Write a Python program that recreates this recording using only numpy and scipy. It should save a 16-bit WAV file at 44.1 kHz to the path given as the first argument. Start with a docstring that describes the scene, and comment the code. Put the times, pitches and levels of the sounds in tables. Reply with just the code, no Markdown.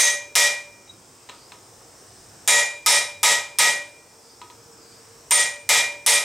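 """In a workshop with hard walls, a smith hammers a chisel into a red-hot bar on an anvil.
The blows come in three groups. Each one cracks, makes the steel ring and echoes round the room.
Between groups the chisel is set down again with light clicks, over a steady rush, a hiss and a hum.
A nearby camera's limiter (an automatic volume control) holds each blow flat for about a tenth
of a second, and the noise of the shop creeps back afterwards."""
import sys
import numpy as np
from scipy import signal
from scipy.fft import rfft, irfft, next_fast_len
from scipy.io import wavfile
from scipy.ndimage import uniform_filter1d

SR = 44100
rng = np.random.default_rng(int(sys.argv[2]) if len(sys.argv) > 2 else 0)


def wav_record(signal):
    """Record a signal, one row per channel, as 16-bit PCM in the file named by sys.argv[1]."""
    frames = np.transpose(np.atleast_2d(signal))
    bounded = np.clip(frames, -1, 1)
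    # unit amplitude maps onto the largest positive 16-bit level
    quanta = np.round(bounded * 32767).astype(np.int16)
    wavfile.write(sys.argv[1], SR, quanta)


N = 275179

AGE = np.arange(SR) / SR  # seconds since a hit
ANVIL_LOW_HZ, ANVIL_MID_HZ, ANVIL_HIGH_HZ, CLANG_HZ = 581, 952, 2395, 1918
# The notes of the struck bar. Each row: pitch in Hz, spread in Hz, level in dB, seconds to fade 60 dB.
BAR_NOTES = [(880, 70, -18.5, .34), (955, 20, -14, .36), (1260, 16, -14.5, .34), (1840, 50, -25, .24),
             (2500, 70, -26, .22), (3350, 110, -22, .25), (4220, 45, -26, .2)]


def hammer_blows(walls):
    """Each blow cracks and rings the anvil, bar and tools, in shares that depend on where it lands."""
    # Each row: start in seconds, force in dB, brightness in dB per octave, gains in dB for anvil, bar,
    # clang, hammer head and chisel, then the contact's resonance in Hz and its height in dB.
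    blows = [(-0.014, -1, 0.5, 0, -5.5, -3.5, -0.5, 2, 6300, 11),
             (0.3535, 0, 0.2, 2, -4.5, -2.5, -6.5, 3, 5600, 3.5),
             (2.4762, 2.5, -0.7, 1.5, -1, -1, -1, 4.5, 7020, 9),
             (2.8616, 1, -0.24, -1, 1.5, -7, 2, 5.5, 5330, 5),
             (3.2310, -0.5, -0.55, -1, 3.5, -3, -22, 1.5, 7500, 2.5),
             (3.586, -1.5, -0.6, 1, 0.5, 0.5, 2, 1, 2810, 0),
             (5.3086, -0.5, 0, -0.5, -0.5, -1.5, 11.5, -3.5, 7050, 5),
             (5.6909, -1, -0.4, 4, -1, -4.5, -13, 2.5, 2120, 2.5),
             (6.063, 0.5, 0.24, -0.5, 0, -7.5, 4.5, 3.5, 10870, 11.5)]
    # The notes of each part. Each row: pitch in Hz, spread in Hz, level in dB, seconds to fade 60 dB.
    anvil_notes = [(ANVIL_LOW_HZ, 5.8, -20.5, 0.63), (ANVIL_MID_HZ, 20, -37.5, 0.96),
                   (ANVIL_HIGH_HZ, 8.9, -15, 0.54), (ANVIL_HIGH_HZ, 1, -22.5, 0.74)]  # the high note has a fuzzy part and a pure one
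    head_notes = [(8790, 39, -7, 0.33)]
    chisel_notes = [(3650, 110, -16, .25), (3868, 4, -17, .42), (7250, 240, -19, .25),
                    (10870, 100, -14, .31)]
    stand_notes = [(468, 8.9, -25.5, 0.35)]  # the low thud of the anvil on its stand
    out = np.zeros((2, N))
    for start, force_db, bright_db, anvil_db, bar_db, clang_db, head_db, chisel_db, *contact in blows:
        blow = crack(walls, bright_db, *contact)
        blow += amp(anvil_db) * ring(anvil_notes, swell_s=0.017)
        blow += amp(bar_db) * ring(BAR_NOTES, swell_s=0.0025)
        blow += amp(clang_db) * clang()
        blow += amp(head_db) * ring(head_notes, swell_s=0.0005)
        blow += amp(chisel_db) * ring(chisel_notes, swell_s=0.0061)
        blow += snap() + knock() + ring(stand_notes, swell_s=0.0071)
        add(out, start, amp(force_db) * blow)
    return out


def crack(walls, bright_db, contact_hz, contact_db, gain_db=3, contact_width_hz=330):
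    """The hammer lands: a burst of noise, boosted around the pitch where the contact resonates."""
    # The tone of the crack. Each row: frequency in Hz, relative level in dB.
    spectrum = [(60, -26), (150, -13), (280, -17.5), (450, -3.5), (850, 1.5), (1100, -3), (1500, -3.5),
                (2100, 10.5), (2700, 3), (3500, 10), (4400, 3.5), (5200, 8.5), (8400, 8.5), (9400, 0),
                (12000, -2.5), (15500, -14)]
    hz = np.fft.rfftfreq(4096, 1 / SR)
    tilt_db = bright_db * np.log2((hz + 200) / 3000)
    peak_db = contact_db / (1 + ((hz - contact_hz) / contact_width_hz) ** 2)
    return amp(gain_db) * coloured(impact(walls, direct_db=-1), look_up(spectrum, hz) + tilt_db + peak_db)


def clang(beat_hz=1.48):
    """Hammer and chisel ring pressed together; two close pitches cancel, cutting the main note short."""
    # Each row: pitch in Hz, spread in Hz, level in dB, seconds to fade 60 dB.
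    main_note = [(CLANG_HZ, 4.2, 3.25, 0.48)]
    side_notes = [(1694, 4, -21, .33), (2070, 45, -9, .3), (2294, 8, -16, .3)]
    beat = np.cos(np.pi * beat_hz * AGE)
    return beat * ring(main_note, swell_s=0.1) + ring(side_notes, swell_s=0.0013)


def snap(gain_db=2, decay_s=0.0083):
    """The bright first instant of steel on steel."""
    return amp(gain_db) * np.exp(-AGE / decay_s) * band_noise(low_hz=7900, high_hz=12800)


def knock(gain_db=1, rise_s=0.0032, delay_s=0.009):
    """A short mid-pitched knock, an early echo, follows about 10 ms after the blow."""
    rise = np.maximum(AGE - delay_s, 0) / rise_s
    return amp(gain_db) * rise * np.exp(1 - rise) * band_noise(low_hz=785, high_hz=1900)


def chisel_touches(walls, clink_hz=980, ping_hz=3840):
    """The chisel is set on the bar with a click; held loosely it pings, and the bar clinks."""
    # Each row: start in seconds, then gains in dB for the click, the bar and the chisel's ping.
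    touches = [(0.876, -48, -72, -46), (0.893, -62, -72, -36.5), (1.289, -32.5, -47, -56),
               (1.294, -26.5, -31.5, -48), (1.519, -32.5, -36.5, -52), (4.415, -32, -32.5, -55),
               (4.499, -39, -39, -58)]
    # The tone of the click. Each row: frequency in Hz, relative level in dB.
    spectrum = [(100, -27), (500, -4), (1000, -5.5), (2200, -6.5), (4000, -4), (5000, -21), (7800, -12),
                (10000, -44), (15000, -29)]
    out, hz = np.zeros((2, N)), np.fft.rfftfreq(2048, 1 / SR)
    for start, click_db, bar_db, chisel_db in touches:
        tap = impact(walls, direct_db=12.5, contact_s=0.0016, floor_db=-13.5)
        click = amp(click_db - 15.5) * coloured(tap, look_up(spectrum, hz))
        clink = ring([(clink_hz, 8, -4, 0.11)], swell_s=0.0033) + ring(BAR_NOTES, swell_s=0.0012)
        ping = ring([(ping_hz, 45, chisel_db, 0.12)], swell_s=0.0029)
        add(out, start, click + amp(bar_db) * clink + ping)
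    return out


def ring(notes, swell_s, clear_hz=18):
    """Fading notes of struck steel; the room swells each one and smears the wide ones into a fuzz."""
    out = np.zeros((2, len(AGE)))
    for hz, spread_hz, db, fade_s in notes:
        fuzzy_share = spread_hz / (spread_hz + clear_hz)
        pure = np.sqrt(1 - fuzzy_share) * np.array([[1], [1j]])
        fuzzy = np.sqrt(fuzzy_share) * flutter(spread_hz + clear_hz, len(AGE))
        tone = np.sqrt(2) * ((pure + fuzzy) * np.exp(2j * np.pi * hz * AGE)).real
        out += amp(db - 60 * AGE / fade_s) * tone
    return out * (1 - np.exp(-AGE / swell_s))


def impact(walls, direct_db, contact_s=0.00059, floor_s=0.00567, floor_db=-2, build_s=0.0079, fresh=0.26):
    """A short contact, its bounce off the floor, then the shop's echo, which shifts as the smith moves."""
    # How long the room echoes. Each row: frequency in Hz, seconds to fade 60 dB.
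    echo_times = [(100, 0.45), (400, 0.44), (1000, 0.47), (3000, 0.38), (7000, 0.35), (11000, 0.34),
                  (16000, 0.21)]
    echoes = np.sqrt(1 - fresh) * walls + np.sqrt(fresh) * rng.standard_normal(walls.shape)
    hz, t, bands = signal.stft(echoes, SR, nperseg=256)
    fade = amp(-60 * t / look_up(echo_times, hz)[:, None])
    tail = signal.istft(bands * fade, SR, nperseg=256)[1][:, :len(AGE)]
    burst = AGE / contact_s * np.exp(1 - AGE / contact_s)
    bounce = amp(floor_db) * np.interp(AGE - floor_s, AGE, burst)
    direct = amp(direct_db) * (burst + bounce) * rng.standard_normal(walls.shape)
    return direct + tail * (1 - np.exp(-AGE / build_s))


def shop_rush(level_db=-48, patchy_db=1.33):
    """The steady rush of the workshop, in slowly drifting patches."""
    # The tone of the rush. Each row: frequency in Hz, relative level in dB.
    spectrum = [(34, -29), (52, -3), (70, -13), (100, 1), (175, -10), (350, -4.5), (900, -10), (2800, -20),
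                (4400, -20), (6000, -13.5), (7200, -14), (8400, -11), (10200, -26.5), (15500, -27)]
    hz, _, bands = signal.stft(rng.standard_normal((2, N)), SR, nperseg=4096)
    patches = uniform_filter1d(rng.standard_normal(bands.shape[1:]), size=24, axis=0)  # smooth over pitch
    patches = unit_power(uniform_filter1d(patches, size=8, axis=1))  # and over time
    gain = amp(look_up(spectrum, hz)[:, None] + patchy_db * patches)
    rush = signal.istft(bands * gain, SR, nperseg=4096)[1][:, :N]
    return amp(level_db) * unit_power(rush)


def hiss(rest_hz=5310, rest_db=-57.5, sag_hz_per_db=63.5, wander_hz=130):
    """A narrow hiss that wanders at random and sinks in pitch whenever it swells."""
    # Each row: time of a swell's peak in seconds, half length in seconds, rise in dB.
    hiss_swells = [(1.41, 0.059, 5), (4.31, 0.07, 6), (4.9, 0.082, 5.4)]
    drift = unit_power(flutter(width_hz=5, size=next_fast_len(N))[0, :N].real)
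    swell_db = swells(hiss_swells)
    centre_hz = rest_hz - sag_hz_per_db * swell_db - wander_hz * drift
    return amp(rest_db + swell_db) * narrow_noise(centre_hz, width_hz=750)


def hum(rest_db=-65.5):
    """A faint, wavering hum in the shop that swells once."""
    # Each row: time of the swell's peak in seconds, half length in seconds, rise in dB.
    hum_swells = [(4.8, 0.54, 11)]
    return amp(rest_db + swells(hum_swells)) * narrow_noise(centre_hz=461, width_hz=24)


def swells(rows):
    """Smooth, bell-shaped rises in level, in dB."""
    t = np.arange(N) / SR
    return sum(db * np.exp(-0.5 * ((t - peak_s) / half_s) ** 2) for peak_s, half_s, db in rows)


def narrow_noise(centre_hz, width_hz):
    """A band of noise around a steady or moving pitch."""
    turns = np.cumsum(centre_hz * np.ones(N)) / SR
    return unit_power((flutter(width_hz, next_fast_len(N))[:, :N] * np.exp(2j * np.pi * turns)).real)


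def band_noise(low_hz, high_hz):
    """One second of noise, mostly between two frequencies."""
    band_pass = signal.butter(2, [low_hz, high_hz], "band", fs=SR, output="sos")
    return signal.sosfilt(band_pass, rng.standard_normal((2, len(AGE))))


def flutter(width_hz, size):
    """Two channels of random wobble in strength and phase; a greater width wobbles faster."""
    noise = rng.standard_normal((2, size)) + 1j * rng.standard_normal((2, size))
    hz = np.fft.fftfreq(size, 1 / SR)
    return unit_power(np.fft.ifft(noise / (1 + (2 * hz / width_hz) ** 2)))


def coloured(x, level_db):
    """Shapes a sound's tone, given relative levels at evenly spaced frequencies."""
    cepstrum = irfft(np.log(unit_power(amp(level_db))))
    half = len(cepstrum) // 2
    # Folding onto the first half keeps the filter from sounding before the hit.
    cepstrum[1:half] *= 2
    cepstrum[half + 1:] = 0
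    response = irfft(np.exp(rfft(cepstrum)))[None, :half]
    return signal.fftconvolve(x, response, axes=1)[:, :x.shape[1]]


def amp(db):
    """Turns decibels into a gain."""
    return 10 ** (np.asarray(db) / 20)


def unit_power(x):
    """Scales a signal to an average power of one."""
    return x / np.sqrt(np.mean(abs(x) ** 2) + 1e-20)


def look_up(points, hz):
    """Reads between a table's rows on a log-frequency scale."""
    row_hz, value = np.transpose(points)
    return np.interp(np.log(hz + 1), np.log(row_hz + 1), value)


def add(mix, start_s, sound):
    """Adds a two-channel sound to the mix, dropping what falls outside it."""
    at = round(start_s * SR)
    sound = sound[:, max(-at, 0):]
    part = mix[:, max(at, 0):][:, :sound.shape[1]]
    part += sound[:, :part.shape[1]]


def stereo(pair, width):
    """Turns mid (what both ears share) and side (what sets them apart) into left and right."""
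    size = next_fast_len(N + SR)
    side_gain = amp(look_up(width, np.fft.rfftfreq(size, 1 / SR)))
    side = irfft(rfft(pair[1], size) * side_gain, size)[:N]
    return np.array([pair[0] + side, pair[0] - side])


def held(over_db, db_per_s):
    """Jumps up with each peak and falls back at a steady rate."""
    fall = np.arange(N) * db_per_s / SR
    return np.maximum.accumulate(over_db + fall) - fall


def scene():
    """Blows and touches in the same room, over the noise of the shop."""
    # Stereo width, small as the microphones are close. Each row: frequency in Hz, side over mid in dB.
    blow_width = [(60, -51), (200, -35), (1000, -19.5), (1950, -22), (2500, -14.5), (5500, -13.5),
                  (8300, -14), (9800, -23.5), (13000, -23)]
    shop_width = [(60, -26), (110, -29), (200, -13.5), (380, -14), (700, -8.5), (1290, -5.5), (2380, -5),
                  (4400, -11.5), (8120, -8.5), (15000, -30)]
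    walls = rng.standard_normal((2, len(AGE)))  # the echo pattern that all hits share
    smith = hammer_blows(walls) + chisel_touches(walls)
    background = shop_rush() + hiss() + hum()
    return stereo(smith, blow_width) + stereo(background, shop_width)


def record(dry, threshold_db=-16, squeeze=0.87, linger_db=4.5, ceiling_db=-1, top_hz=15900):
    """A limiter turns loud moments down; then peaks are rounded off and the highest treble is cut."""
    power_db = 10 * np.log10(abs(uniform_filter1d((dry ** 2).mean(0), size=130)) + 1e-12)
    over_db = squeeze * np.maximum(power_db - threshold_db, 0)
    # The limiter lets go quickly, except for its last few dB.
    cut_db = np.maximum(held(over_db, db_per_s=235), held(np.minimum(over_db, linger_db), db_per_s=2))
    limited = dry * amp(-uniform_filter1d(cut_db, size=40))
    rounded = amp(ceiling_db) * np.tanh(limited / amp(ceiling_db))
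    low_pass = signal.firwin(301, top_hz, window=("kaiser", 9), fs=SR)
    return signal.oaconvolve(rounded, low_pass[None], "same", axes=1)


dry = scene()
out = record(dry)
wav_record(out)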